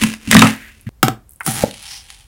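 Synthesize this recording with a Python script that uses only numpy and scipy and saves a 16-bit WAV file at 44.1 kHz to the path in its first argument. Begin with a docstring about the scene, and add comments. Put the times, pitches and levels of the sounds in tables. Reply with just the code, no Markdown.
"""Knife cutting wax-coated sponge

Two close-up scenes on a board, loud enough to overload the microphone. First a thick block splits:
sharp cracks over a crunch of tiny cells breaking, each crack thumping the block. After a sudden switch,
the knife knocks twice, ticks on a thin slab's crust, breaks in, meets the board and is drawn back."""
import sys
import numpy as np
from scipy import signal
from scipy.fft import rfft, irfft, next_fast_len
from scipy.io import wavfile

SR = 44100
rng = np.random.default_rng(int(sys.argv[2]) if len(sys.argv) > 2 else 0)


def master(y):
    """Save y as 16-bit WAV."""
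    cut = np.clip(np.atleast_2d(y).T, -1, 1)
    pcm = np.round(cut * 32767)  # scale
    wavfile.write(sys.argv[1], SR, pcm.astype(np.int16))


N = 100151

# The block's cracks. Each row: start in seconds, level in dB, flake pitch in Hz, thump strength in dB.
CRACKS = [(0.0155, -17.5, 2460, -23), (0.0232, -16.5, 2480, -6.5), (0.036, 0.5, 2680, -15.5),
          (0.1378, -16.5, 2762, -40.5), (0.2746, -22, 2780, -8.5), (.312, 11, 3290, -20.5),
          (0.3251, -5.5, 1830, -23), (0.33, 0, 1900, -7), (0.3453, 2.5, 5000, -4), (0.35, 4, 1165, 0.5),
          (0.366, 11, 1840, -1.5), (.392, 5.5, 3740, -8), (0.419, 7.5, 2537, -0.5),
          (0.4216, 10, 1277, -22.5), (0.4702, -8.5, 2780, -25.5)]
# The tone of a crack. Each row: frequency in Hz, level in dB.
CRACK_TONE = [(200, -16.5), (400, -8), (1200, -10.5), (2100, -4.5), (4500, -12.5), (10300, -16.5),
              (15500, -33.5)]
# The block's weaker notes. 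Each row: pitch in Hz, level in dB, seconds to fade by 60 dB.
BLOCK_NOTES = [(112, -6, 0.22), (143.8, -5, 0.17), (176, -3.5, 0.19), (261.7, -6, 0.26)]
def cracks():
    """Small flakes snap high and short, large ones low and long; each thumps the block."""
    middle_hz = 2650  # the pitch of a medium flake
    snaps, thumps = np.zeros(N), np.zeros(N)
    for start, db, hz, thump_db in CRACKS:
        snap = burst(CRACK_TONE, fade_s=0.012 * np.sqrt(middle_hz / hz),
                     tilt_db=6 * np.log2(hz / middle_hz))
        flake = ring([(hz, 2.5, 26 / hz)], rise_s=1 / hz)  # dies away in 26 vibrations
        add(snaps, start, amp(db) * (snap + flake))
        # Only hard thumps wake the weaker notes.
        add(thumps, start, amp(1.74 * thump_db) * ring(BLOCK_NOTES, rise_s=0.0036))
    return snaps, thumps


# How loud the crunch is. Each row: time in seconds, level in dB.
CRUNCH_LEVELS = [(0, -36.5), (.022, -15.5), (.06, -27.5), (.125, -32), (.19, -49.5), (.255, -41.5),
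                 (.305, -29), (.325, -19), (.44, -19), (.5, -25.5), (.57, -47), (.89, -59.5)]
# The tone of the crunch. Each row: frequency in Hz, level in dB.
CRUNCH_TONE = [(90, -6), (300, -1), (700, -14.5), (1700, -6.5), (2650, -1.5), (3800, -10.5), (10300, -12.5),
               (12300, -22)]
def crunch():
    """The block's tiny cells break, each with a click."""
    return crackle(CRUNCH_LEVELS, CRUNCH_TONE, per_second=800, spread_db=4.5, hiss_db=-4.5)


def main_note():
    """The block's strongest note is one clean vibration, topped up by the thumps and the crunch."""
    hz, t = 219.1, ages()
    pulse = fade(t, fade_s=0.096) * (1 - np.exp(-t * hz))
    strength = np.zeros(N)
    for start, _, _, thump_db in CRACKS:
        add(strength, start, amp(thump_db - 3) * pulse)
    push = level_curve(CRUNCH_LEVELS) ** 1.316  # soft crunch barely feeds the note
    strength += amp(13.5) * signal.fftconvolve(push, pulse / pulse.sum())[:N]
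    return strength * np.sin(2 * np.pi * hz * np.arange(N) / SR)


# The knife's knocks. Each row: start in seconds, hit level in dB, treble lift in dB per octave,
# board thud in dB, hollow ring in dB.
KNOCKS = [(1.029, 13, 1, -4.5, 0.5), (1.082, -3, 1, -14.5, -7), (1.463, -3, 6, -19, -25.5),
          (1.4757, -16, 6, -12, -14)]
# The board's notes and the hollow ring. Each row: pitch in Hz, level in dB, seconds to fade by 60 dB.
BOARD_NOTES = [(115.6, -1, 0.19), (212.4, -5.5, 0.21)]
HOLLOW_NOTES = [(761, -5.5, 0.06), (1302, -1, 0.027)]
# The tones of a knock, the tap and the landing. Each row: frequency in Hz, level in dB.
KNOCK_TONE = [(100, -16.5), (350, 2), (580, -5), (1400, -1.5), (2200, -14), (3000, -13), (15500, -24.5)]
TAP_TONE = [(400, -30), (800, -9.5), (1300, -4), (2400, -5.5), (3600, -36)]
LANDING_TONE = [(60, -9), (200, 1.5), (850, 1), (1150, -41)]
def knife():
    """Hollow knocks shake the board; the edge taps the crust, then lands on the board with a dull thud."""
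    tap_s, landing_s = 1.4063, 1.636
    hits, thuds = np.zeros(N), np.zeros(N)
    for start, db, tilt_db, thud_db, hollow_db in KNOCKS:
        hit = amp(db) * burst(KNOCK_TONE, fade_s=0.013, tilt_db=tilt_db)
        hollow = amp(hollow_db) * ring(HOLLOW_NOTES, rise_s=0.00046)
        add(hits, start, hit + hollow)
        add(thuds, start, amp(thud_db) * ring(BOARD_NOTES, rise_s=0.0059, sag=1.174))
    add(hits, tap_s, amp(-17.5) * burst(TAP_TONE, fade_s=0.04))
    add(hits, landing_s, amp(6.5) * burst(LANDING_TONE, fade_s=0.02, rise_s=0.0018))
    add(thuds, landing_s, amp(-22) * ring(BOARD_NOTES, rise_s=0.0018))
    return room(hits, wet_db=-12.5) + thuds


# How loud the slicing, the drawn blade and the tearing crust are. Each row: time in seconds, level in dB.
SLICE_LEVELS = [(1.41, -65), (1.458, -40), (1.468, -23.5), (1.53, -30.5), (1.625, -21.5), (1.65, -32.5),
                (1.71, -40)]
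DRAW_LEVELS = [(1.66, -44.5), (1.79, -40), (1.93, -35.5), (2.07, -49.5), (2.125, -42.5), (2.21, -49),
               (2.27, -60.5)]
CRUST_LEVELS = [(1.44, -46), (1.466, -22.5), (1.55, -26), (1.65, -42)]
# The tones of those three and of the blade's scrape. Each row: frequency in Hz, level in dB.
SLICE_TONE = [(45, -12.5), (130, 5.5), (550, -11), (780, 3), (1000, -10.5), (1320, -4), (7000, -8.5),
              (15500, -18.5)]
DRAW_TONE = [(550, -32), (800, -2), (1100, -11), (3000, 1), (7000, -8), (10300, -3.5), (12500, -21.5),
             (15500, -19.5)]
CRUST_TONE = [(5500, -17), (10400, 2.5), (12500, -13)]
SCRAPE_TONE = [(2800, -18.5), (5500, 7.5), (7400, -17)]
# Crumbs snapping under the edge. Each row: start in seconds, level in dB.
CRUMBS = [(1.7104, -21), (1.7407, -23), (2.1028, -24)]
def slab():
    """The thin slab tears and crunches under the blade, which then scrapes back through the crumbs."""
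    sound = crackle(SLICE_LEVELS, SLICE_TONE, per_second=4500, spread_db=8.5, hiss_db=-17.5)
    sound += crackle(DRAW_LEVELS, DRAW_TONE, per_second=2500, spread_db=7.5, hiss_db=-4)
    sound += crackle(CRUST_LEVELS, CRUST_TONE, per_second=3600, spread_db=6, hiss_db=-19)
    fastest_s, width_s = 1.934, 0.066  # the blade sings where the stroke is fastest
    stroke = np.exp(-((np.arange(N) / SR - fastest_s) / width_s) ** 2)
    sound += amp(-35.5) * stroke * shape_tone(rng.standard_normal(N), SCRAPE_TONE)
    for start, db in CRUMBS:
        add(sound, start, amp(db) * burst(DRAW_TONE, fade_s=0.012))
    return room(sound, wet_db=-12)


# Splits in the wax. Each row: start in seconds, level in dB.
TICKS = [(0.562, -21), (0.811, -24), (1.293, -23), (1.308, -20), (1.32, -20), (1.3345, -22),
         (1.3598, -24.5), (1.402, -14), (1.4335, -14.5), (1.621, -4), (1.827, -13)]
# The tone of a tick. 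Each row: frequency in Hz, level in dB.
TICK_TONE = [(4000, -33), (10000, 10.5), (12600, 2), (15500, 0.5)]
def ticks():
    """Tiny splits in the wax crust make bright ticks."""
    sound = np.zeros(N)
    for start, db in TICKS:
        add(sound, start, amp(db) * burst(TICK_TONE, fade_s=0.0025))
    return room(sound, wet_db=-5.5)


# How loud the rubbing is. Each row: time in seconds, level in dB.
RUB_LEVELS = [(.45, -22), (.58, -40), (.69, -42.5), (.76, -62), (.858, -98), (.868, -40), (.89, -52)]
# The tone of the rubbing. Each row: frequency in Hz, level in dB.
RUB_TONE = [(1100, -17.5), (1800, 1.5), (2600, -6), (5000, -22.5)]
def rub():
    """The side of the blade rubs inside the cut block."""
    return crackle(RUB_LEVELS, RUB_TONE, per_second=3000, spread_db=1.5, hiss_db=5.5)


# The room's echo. Each row: frequency in Hz, seconds to fade by 60 dB.
ROOM_FADES = [(150, 0.3), (6000, 0.18)]
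def room(x, wet_db):
    """A small room adds a short echo at level wet_db; its high notes die first."""
    hz, t, noise = signal.stft(rng.standard_normal(SR // 2), SR, nperseg=256)
    tail = signal.istft(noise * fade(t, look_up(ROOM_FADES, hz)[:, None]), SR, nperseg=256)[1]
    return x + amp(wet_db) * signal.fftconvolve(x, tail / np.linalg.norm(tail))[:N]


# The tone of the rumble. Each row: frequency in Hz, level in dB.
RUMBLE_TONE = [(24, -19.5), (42, 5), (120, -8), (250, -21.5), (3500, -39)]
def rumble():
    """The room rumbles, low and steady."""
    return amp(-49.5) * shape_tone(rng.standard_normal(N), RUMBLE_TONE)


def burst(tone, fade_s, tilt_db=0, rise_s=0.00027):
    """A break or a hit: noise that dies fast."""
    t = ages()
    noise = rng.standard_normal(len(t)) * fade(t, fade_s) * (1 - np.exp(-t / rise_s))
    return shape_tone(noise, tone, tilt_db)


def ring(notes, rise_s, sag=0):
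    """Fading notes, their levels varying with each blow; they sink from (1 + sag) times their pitch."""
    t, sag_s = ages(), 0.0089
    turn = 2 * np.pi * (t + sag * sag_s * (1 - np.exp(-t / sag_s)))
    onset = 1 - np.exp(-(t / rise_s) ** 2)
    return onset * sum(amp(db + rng.normal()) * fade(t, fade_s) * np.sin(hz * turn)
                       for hz, db, fade_s in notes)


def crackle(levels, tone, per_second, spread_db, hiss_db):
    """Countless clicks of random size over a fine hiss, following a level curve."""
    sizes = amp(spread_db * np.minimum(rng.exponential(size=N), 3))
    happens = rng.random(N) < per_second / SR
    clicks = unit(happens * sizes * rng.choice([-1, 1], N))
    hiss = amp(hiss_db) * rng.standard_normal(N)
    return shape_tone(level_curve(levels) * unit(clicks + hiss), tone)


def shape_tone(x, tone, tilt_db=0):
    """Filter x by a tone table plus tilt_db per octave above 1000 Hz; white noise keeps its power."""
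    size = 2 * next_fast_len(len(x) // 2 + 4096)
    hz = np.fft.rfftfreq(size, 1 / SR)
    octaves = np.log2(np.maximum(hz, 1000) / 1000)
    gain = unit(amp(look_up(tone, hz) + tilt_db * octaves))
    # Fold the filter forward in time, so nothing sounds before the hit.
    cepstrum = irfft(np.log(gain + 1e-6))
    cepstrum[1:size // 2] *= 2
    cepstrum[size // 2 + 1:] = 0
    return irfft(rfft(x, size) * np.exp(rfft(cepstrum)), size)[:len(x)]


def level_curve(levels):
    """Join (seconds, dB) points into a gain for every sample; silent outside them."""
    times, db = np.transpose(levels)
    return amp(np.interp(np.arange(N) / SR, times, db, left=-120, right=-120))


def look_up(points, hz):
    """Read between (Hz, value) points, with octaves evenly spaced."""
    freqs, values = np.transpose(points)
    return np.interp(np.log(hz + 1), np.log(freqs + 1), values)


def fade(t, fade_s):
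    """A gain that falls by 60 dB in fade_s seconds."""
    return np.exp(-np.log(1000) * t / fade_s)


def amp(db):
    """Turn decibels into a gain."""
    return 10 ** (np.asarray(db) / 20)


def unit(x):
    """Scale to an average power of 1."""
    return x / np.sqrt(np.mean(x ** 2) + 1e-20)


def ages():
    """Half a second of time after an event."""
    return np.arange(SR // 2) / SR


def add(track, start, sound):
    """Mix a sound in at start seconds."""
    part = track[max(round(start * SR), 0):][:len(sound)]
    part += sound[:len(part)]


def scene():
    """The thick block, then suddenly the thin slab, with ticks and rumble under both."""
    rock_s, switch_s = 0.862, 0.891
    cutting = crunch() + rub()
    snaps, thumps = cracks()
    add(thumps, rock_s, amp(-15.5) * ring(BOARD_NOTES, rise_s=0.0066))  # the block rocks once
    block = room(cutting + snaps, wet_db=-11) + thumps + main_note()
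    cuts = np.where(np.arange(N) / SR < switch_s, block, knife() + slab())
    return (cuts + ticks() + rumble())[None]


def record(dry):
    """Overload flattens the loudest peaks, and the highest treble is filtered away."""
    top_hz = 15950
    return signal.sosfilt(signal.butter(36, top_hz, fs=SR, output="sos"), np.clip(dry, -1, 1))


dry = scene()
out = record(dry)
master(out)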